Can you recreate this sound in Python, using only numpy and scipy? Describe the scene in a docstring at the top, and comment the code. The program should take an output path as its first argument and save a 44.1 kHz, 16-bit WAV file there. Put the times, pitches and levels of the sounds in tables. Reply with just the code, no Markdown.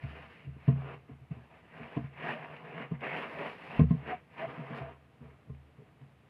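"""A hollow plastic mannequin is set down, bumped and turned on a mat as shorts are dragged off it.
Each bump gives a dull thud and makes the shell ring. The sliding cloth rustles, snaps and
shakes the same shell, which sometimes honks. The cloth echoes briefly in a small, softly
hissing room, and a phone microphone loses the highest treble."""
import sys
import numpy as np
from scipy import signal
from scipy.fft import rfft, irfft, next_fast_len
from scipy.io import wavfile
from scipy.ndimage import uniform_filter1d

SR = 44100
rng = np.random.default_rng(int(sys.argv[2]) if len(sys.argv) > 2 else 0)


def file_out(sig):
    """Save sig as 16-bit WAV at sys.argv[1]."""
    # one column per channel
    cols = np.atleast_2d(sig).T
    # limit, then scale
    lim = np.clip(cols, -1, 1)
    pcm = np.round(lim * 32767).astype(np.int16)
    wavfile.write(sys.argv[1], SR, pcm)


N = 277609

# notes (modes) of the plastic wall: f/Hz, level/dB, ring time/s (t60, the time to fade by 60 dB)
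WALL_MODES = [(231.5, 10, 0.23), (284.7, 11, 0.11), (403, 3, 0.11), (440, 5, .12), (472, -1, 0.13),
              (617.7, 4, 0.045), (668, -6, 0.17), (740, -10, 0.1), (940, -13, .1), (1040, -7, .12),
              (1180, -11, 0.11)]
# how the microphone colours bumps, shell and snaps: f/Hz, gain/dB
MIC_RESPONSE = [(25, -42), (60, -1), (2800, 8.5), (4200, -12), (6000, -27.5), (15000, -40)]


def amp(db):
    """Turns decibels into a factor to multiply by."""
    return 10 ** (np.asarray(db) / 20)


def unit_rms(x):
    """Scales a signal so that its average strength (rms) is 1."""
    return x / np.sqrt(np.mean(x ** 2) + 1e-20)


def coloured(x, points):
    """Turns pitches up or down along a curve of (f/Hz, gain/dB) points."""
    hz, db = np.transpose(points)
    size = next_fast_len(len(x))
    f = np.fft.rfftfreq(size, 1 / SR)
    gain = amp(np.interp(np.log(f + 1), np.log(hz), db))
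    return irfft(rfft(x, size) * gain, size)[:len(x)]


def resonate(x, hz, t60):
    """Lets a signal ring at one pitch; the result has rms 1."""
    r = amp(-60 / (t60 * SR))
    return unit_rms(signal.lfilter([1, 0, -1], [1, -2 * r * np.cos(2 * np.pi * hz / SR), r ** 2], x))


def wander(seconds):
    """A smooth random curve of rms 1 that changes over about the given time."""
    span = max(round(seconds * SR), 1)
    return unit_rms(uniform_filter1d(uniform_filter1d(rng.standard_normal(N), span), span))


def room_noise():
    """The steady hush of the room and the microphone."""
    # tone of the hush: f/Hz, level/dB
    spectrum = [(25, -15.5), (45, -39), (70, 1.5), (135, 4), (240, -3), (520, -9), (660, -10), (1200, -18),
                (2200, -16.5), (3000, -20.5), (4200, -30.5), (6000, -37.5), (10500, -37.5), (12500, -39),
                (15500, -55)]
    return amp(-64) * unit_rms(coloured(rng.standard_normal(N), spectrum))


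def room_echo(x):
    """Nearby walls send back many small reflections that fade quickly."""
    t = np.arange(SR // 2) / SR
    reflections = rng.choice([-1., 1.], len(t)) * (rng.random(len(t)) < .05)
    tail = reflections * amp(-60 * t / 0.12) * (t > .006)
    return signal.fftconvolve(x, tail / np.linalg.norm(tail))[:N]


def snaps(t60=.035):
    """Cloth snaps and first touches give sudden, bright bursts of noise."""
    # bursts: t/s, level/dB
    bursts = [(0.679, -48), (0.808, -54), (1.9654, -52), (2.2416, -54), (2.5646, -47), (3.0076, -46.5),
              (3.7932, -42), (3.897, -52), (4.074, -47), (4.38, -45), (4.777, -48), (5.548, -62),
              (6.015, -62)]
    out, t = np.zeros(N), np.arange(SR // 8) / SR
    for start, db in bursts:
        out[round(start * SR):][:len(t)] += amp(db - 60 * t / t60) * rng.standard_normal(len(t))
    bright = out - uniform_filter1d(out, size=60)
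    return coloured(bright, MIC_RESPONSE)


def honks(judder_db=1.8):
    """The dragged cloth catches and slips, keeping one note of the wall sounding unsteadily."""
    # honks: t/s, length/s, level/dB, f/Hz
    catches = [(0.035, .04, -55, 660), (0.19, .06, -58, 670), (0.855, .06, -56, 435),
               (0.89, 0.05, -52, 666), (2.231, .06, -43.5, 689), (2.305, 0.1, -48, 614),
               (2.791, .06, -49.5, 628), (3.014, .08, -56, 620), (3.14, .05, -50, 640),
               (3.35, 0.14, -46, 565), (4.083, 0.071, -39.5, 729), (4.403, 0.065, -38.5, 676),
               (4.606, 0.038, -51, 677), (4.797, .11, -49.5, 671), (5.21, .13, -62, 440),
               (5.78, .06, -62, 440)]
    out = np.zeros(N)
    for start, length, db, hz in catches:
        noise = rng.standard_normal(SR // 2)
        n = round(length * SR)
        tone = resonate(resonate(noise, hz, 0.05), hz, 0.03)[-n:]
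        tone = tone / np.sqrt(abs(signal.hilbert(tone)) + .1)  # partly evens out the loudness
        judder = unit_rms(signal.fftconvolve(noise, np.hanning(400), "same"))[:n]
        tone = unit_rms(tone * amp(judder_db * judder))
        out[round(start * SR):][:n] += amp(db) * tone * signal.windows.tukey(n, .5)
    return out


def stroke_gains(sag_db_per_s=15, release_db_per_s=300, rest_db=-78):
    """Each pull builds, tires and lets go. Gives gains for rustle, its low half, wall and rasp."""
    # pulls: peak t/s, time to climb 20 dB/s, hold/s, rustle/dB,
    # then relative to the rustle: low half/dB, wall/dB, rasp/dB
    pulls = [(0.03, .1, .42, -53, -5, -15, -22), (0.18, .1, .06, -57, -4, -4, -24),
             (0.685, .22, .02, -56.5, -8, -14, -23), (0.76, .05, .08, -62, 0, 0, -22),
             (0.86, .25, .08, -55, 1, -2, -29), (1.085, .015, .04, -69, 0, -4, -28),
             (1.312, .02, .14, -63, 0, -8, -23), (1.55, .15, .05, -63.5, -1, -10, -24),
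             (1.78, .2, .28, -53.5, -1, -8, -25), (1.967, .05, .01, -52.5, -1, -11, -29),
             (2.19, .06, .06, -48, 0, -17, -36), (2.285, .13, .035, -38, -2, -13, -29),
             (2.36, .1, .37, -50.5, 1, -8, -27), (2.78, .1, .045, -43.5, 0, -8, -34),
             (2.92, .12, .035, -58, 1, -6, -31), (3.013, .015, .02, -50, 2, -4, -36),
             (3.045, .05, .21, -39, 0.5, -19, -33), (3.17, .1, .06, -43, -2, -16, -25),
             (3.29, .1, .1, -51, 0, -7, -19), (3.41, .14, .05, -42, 0, -8, -27),
             (3.5, .1, .22, -53, 0, -11, -18.5), (3.765, .2, .04, -46, 0, -11, -26),
             (3.85, .05, .14, -60, -1, -6, -19), (4.09, .09, .025, -41.5, 0, -6, -32),
             (4.35, .15, .02, -62, -4, -15, -19), (4.4, .05, .05, -44, 0, -12, -29),
             (4.49, .1, .24, -54, 1, 0, -22), (4.73, .05, .06, -51, 1, -1, -26),
             (4.75, .004, .025, -56, -6, -10, -12), (4.82, .1, .1, -61, 2, 4, -25),
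             (5.24, .1, .1, -72, -1, 2, -26)]
    t = np.arange(0, N + 64, 64) / SR
    power = amp(2 * rest_db) * np.outer([1, 1, 1, 0], np.ones(len(t)))  # cloth never lies quite still
    for peak, climb, hold, db, *relative_db in pulls:
        before, after = np.maximum(peak - t, 0), np.maximum(t - peak, 0)
        fade_db = sag_db_per_s * after + release_db_per_s * np.maximum(after - hold, 0)
        level_db = db - 20 * before / climb - fade_db
        power += amp(2 * np.add.outer([0, *relative_db], level_db))
    return np.sqrt([np.interp(np.arange(N) / SR, t, row) for row in power])


def folds(x, depth_db=2.2):
    """Folds of cloth favour now one pitch range, now another, in patches of about 350 Hz by 60 ms."""
    bands = signal.stft(x, nperseg=512, noverlap=384)[2]
    patches = rng.standard_normal(bands.shape[::-1]).T
    patches = unit_rms(uniform_filter1d(uniform_filter1d(patches, size=4, axis=0), size=20, axis=1))
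    return signal.istft(bands * amp(depth_db * patches), nperseg=512, noverlap=384)[1][:len(x)]


def cloth(body_hz=150, body_t60=0.071, gentle_db=-55):
    """Fibres slip in many tiny jerks that rustle, rasp and shake the hand-held shell."""
    # tone of cloth on plastic: f/Hz, level/dB
    rustle_spectrum = [(100, -33.5), (220, -4), (450, -5.5), (900, -3), (1320, -10), (1760, -3),
                       (2200, -4.5), (2800, -8.5), (3600, -30), (4600, -63)]
    # filter that keeps the low half of the rustle: f/Hz, gain/dB
    low_half = [(1100, 0), (1700, -30)]
    # dry, scratchy edge of the fibres: f/Hz, level/dB
    rasp_spectrum = [(1500, -31.5), (2600, 1.5), (3600, 0), (4400, -1), (5300, -7), (5900, -16.5),
                     (8000, -21), (10500, -15), (12500, -23), (15500, -38)]
    rustle_gain, low_gain, wall_gain, rasp_gain = stroke_gains()
    grains = rng.standard_normal(N) * amp(1.5 * wander(0.0016) + 1.3 * wander(0.032))
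    snags = rng.standard_normal(N) * amp(2.2 * wander(0.025))
    # dragging rings the wall's notes more evenly and briefly than a bump
    wall = sum(amp(.1 * db) * resonate(grains, hz, 0.44 * t60) for hz, db, t60 in WALL_MODES)
    # a harder pull raises the low hum of the body less than the rustle
    excess_db = np.maximum(20 * np.log10(rustle_gain) - gentle_db, 0)
    body_gain = amp(-4 - .55 * excess_db) * rustle_gain
    body = resonate(resonate(snags, body_hz, body_t60), body_hz, body_t60)
    shell = coloured(wall_gain * unit_rms(wall) + body_gain * body, MIC_RESPONSE)
    rustle = unit_rms(coloured(folds(grains), rustle_spectrum))
    low = coloured(rustle, low_half)
    rasp = unit_rms(coloured(grains, rasp_spectrum))
    return rustle_gain * (rustle - low) + low_gain * low + rasp_gain * rasp + shell


def bump(thud_db, thud_hz, boom_db, hard_db, ring_db, contact_s, ring_factor):
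    """One blow thuds; the shell's low notes swell during the contact and its wall clacks sooner."""
    # low notes of the shell, the first from the air inside: f/Hz, level/dB, ring time/s
    low_modes = [(74.6, -7.5, 0.68), (135.6, -1, 0.51), (168.1, -6.5, .25)]
    spots = rng.standard_normal(len(WALL_MODES))
    t = np.arange(30000) / SR
    progress = t / contact_s
    thud = (progress / 2) ** 2 * np.exp(2 - progress) * np.sin(2 * np.pi * thud_hz * t)
    ring = 0
    for (hz, db, t60), drive_db in zip(low_modes, (boom_db, ring_db, ring_db)):
        ring += amp(drive_db + db - 60 * t / (t60 * ring_factor)) * np.sin(2 * np.pi * hz * t)
    clack = amp(1 - 60 * t / 0.041) * rng.standard_normal(len(t))  # the surface scuffs at first touch
    # each blow lands on another spot, shifting the strength and tuning of the wall's notes
    for (hz, db, t60), spot in zip(WALL_MODES, spots):
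        fade = amp(db + 3 * spot - 60 * t / (t60 * ring_factor))
        clack += fade * np.sin(2 * np.pi * (hz * (1 + .012 * spot) * t + spot))
    ring_rise = 1 - np.exp(-(progress / 2) ** 2)
    clack_rise = 1 - np.exp(-(progress / 1.14) ** 2)
    return amp(thud_db) * (thud + ring_rise * ring + amp(hard_db) * clack_rise * clack)


def mannequin_bumps():
    """The hollow shell is knocked again and again as it is handled on the mat."""
    # blows: t/s, thud/dB, thud f/Hz, then relative to the thud: air boom/dB, hard clack/dB, low ring/dB,
    # then contact time/s, ring time factor (small when the shell is held)
    blows = [(0.035, -32, 126, 1, -25.5, -8.5, 0.0047, 0.93), (0.09, -48.5, 111, -11, -32, -5, 0.004, 0.64),
             (0.442, -52, 135, -8, -25, -6, 0.007, 0.6), (0.464, -40.5, 139, 6, -25, 1, 0.0074, 0.9),
             (0.561, -48.5, 135, -24, -14, -15, 0.0036, 0.55),
             (0.6775, -16.5, 145.2, -12, -23, -3, 0.0058, 1), (0.955, -50, 135, 2, -25, -2, 0.008, 0.7),
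             (1.086, -59, 257, -16, 0, -28, 0.006, 1), (1.105, -47.5, 136, 3.5, -23, 1, 0.0054, 0.98),
             (1.208, -49, 128, -13, -29, -25, 0.01, 0.74), (1.307, -31, 151, -9.5, -25, -10, 0.0053, 0.65),
             (1.359, -45.5, 122.3, -6, -13.5, -10, 0.011, 0.93),
             (1.799, -42.5, 157, -8, -14.5, -6, 0.0069, 1),
             (1.963, -29.5, 150, -8.5, -14, -3.5, 0.006, 0.98),
             (2.038, -37, 134.4, -30, -28, -24, 0.005, 0.53), (2.239, -47, 230, -52, -29, -7, 0.0042, 0.96),
             (2.791, -44, 223, -29, -8, 0, 0.0076, 0.68), (2.911, -28, 158, -12.5, -19, -6.5, 0.0067, 0.72),
             (3.792, -17, 132.4, -0.5, -19, -5.5, 0.0029, 1),
             (3.806, -13, 155.2, -2.5, -46, 1, 0.0068, 0.25), (3.833, -20, 150, -30, -30, -12, 0.0025, 0.5),
             (3.9045, -18.5, 162, -11, -23, -9.5, 0.0052, 0.73),
             (3.935, -29.5, 159.4, -5, -22.5, -10, 0.0072, 0.82), (4.02, -45, 150, -8, -14, -3, 0.008, 0.8),
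             (4.462, -44.5, 137, -12, -14, -4.5, 0.006, 0.62), (4.574, -39, 157, -35, -13, 1, 0.011, 0.96),
             (4.699, -42.5, 155.6, -23, -10, 4, 0.0076, 0.89), (4.804, -41, 134, 2, -20, 0, 0.0067, 0.96),
             (5.203, -47, 149, 5, -13, 3.5, 0.011, 1), (5.466, -53, 140, -10, -14, -8, 0.008, 0.7),
             (5.491, -39, 141, 3.5, -20.5, -4, 0.0064, 1), (5.779, -52, 129, -8, -20, 0.5, 0.0052, 1),
             (5.812, -52, 135, -4, -16, -6, 0.006, 0.7), (6.003, -50.5, 135, -4, -14, -2, 0.011, 1)]
    out = np.zeros(N + SR)
    for start, *settings in blows:
        sound = bump(*settings)
        out[round(start * SR):][:len(sound)] += sound
    return coloured(out, MIC_RESPONSE)[:N]


def scene():
    """Mixes the bumps, the cloth sounds with their echo, and the hush into one channel."""
    rubbing = cloth() + honks() + snaps()
    return (mannequin_bumps() + rubbing + amp(-10.5) * room_echo(rubbing) + room_noise())[None]


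def record(dry):
    """The microphone loses the treble above 15700 Hz."""
    low_pass = signal.firwin(511, 15700, window=("kaiser", 9), fs=SR)
    return signal.oaconvolve(dry, low_pass[None], "same")


dry = scene()
out = record(dry)
file_out(out)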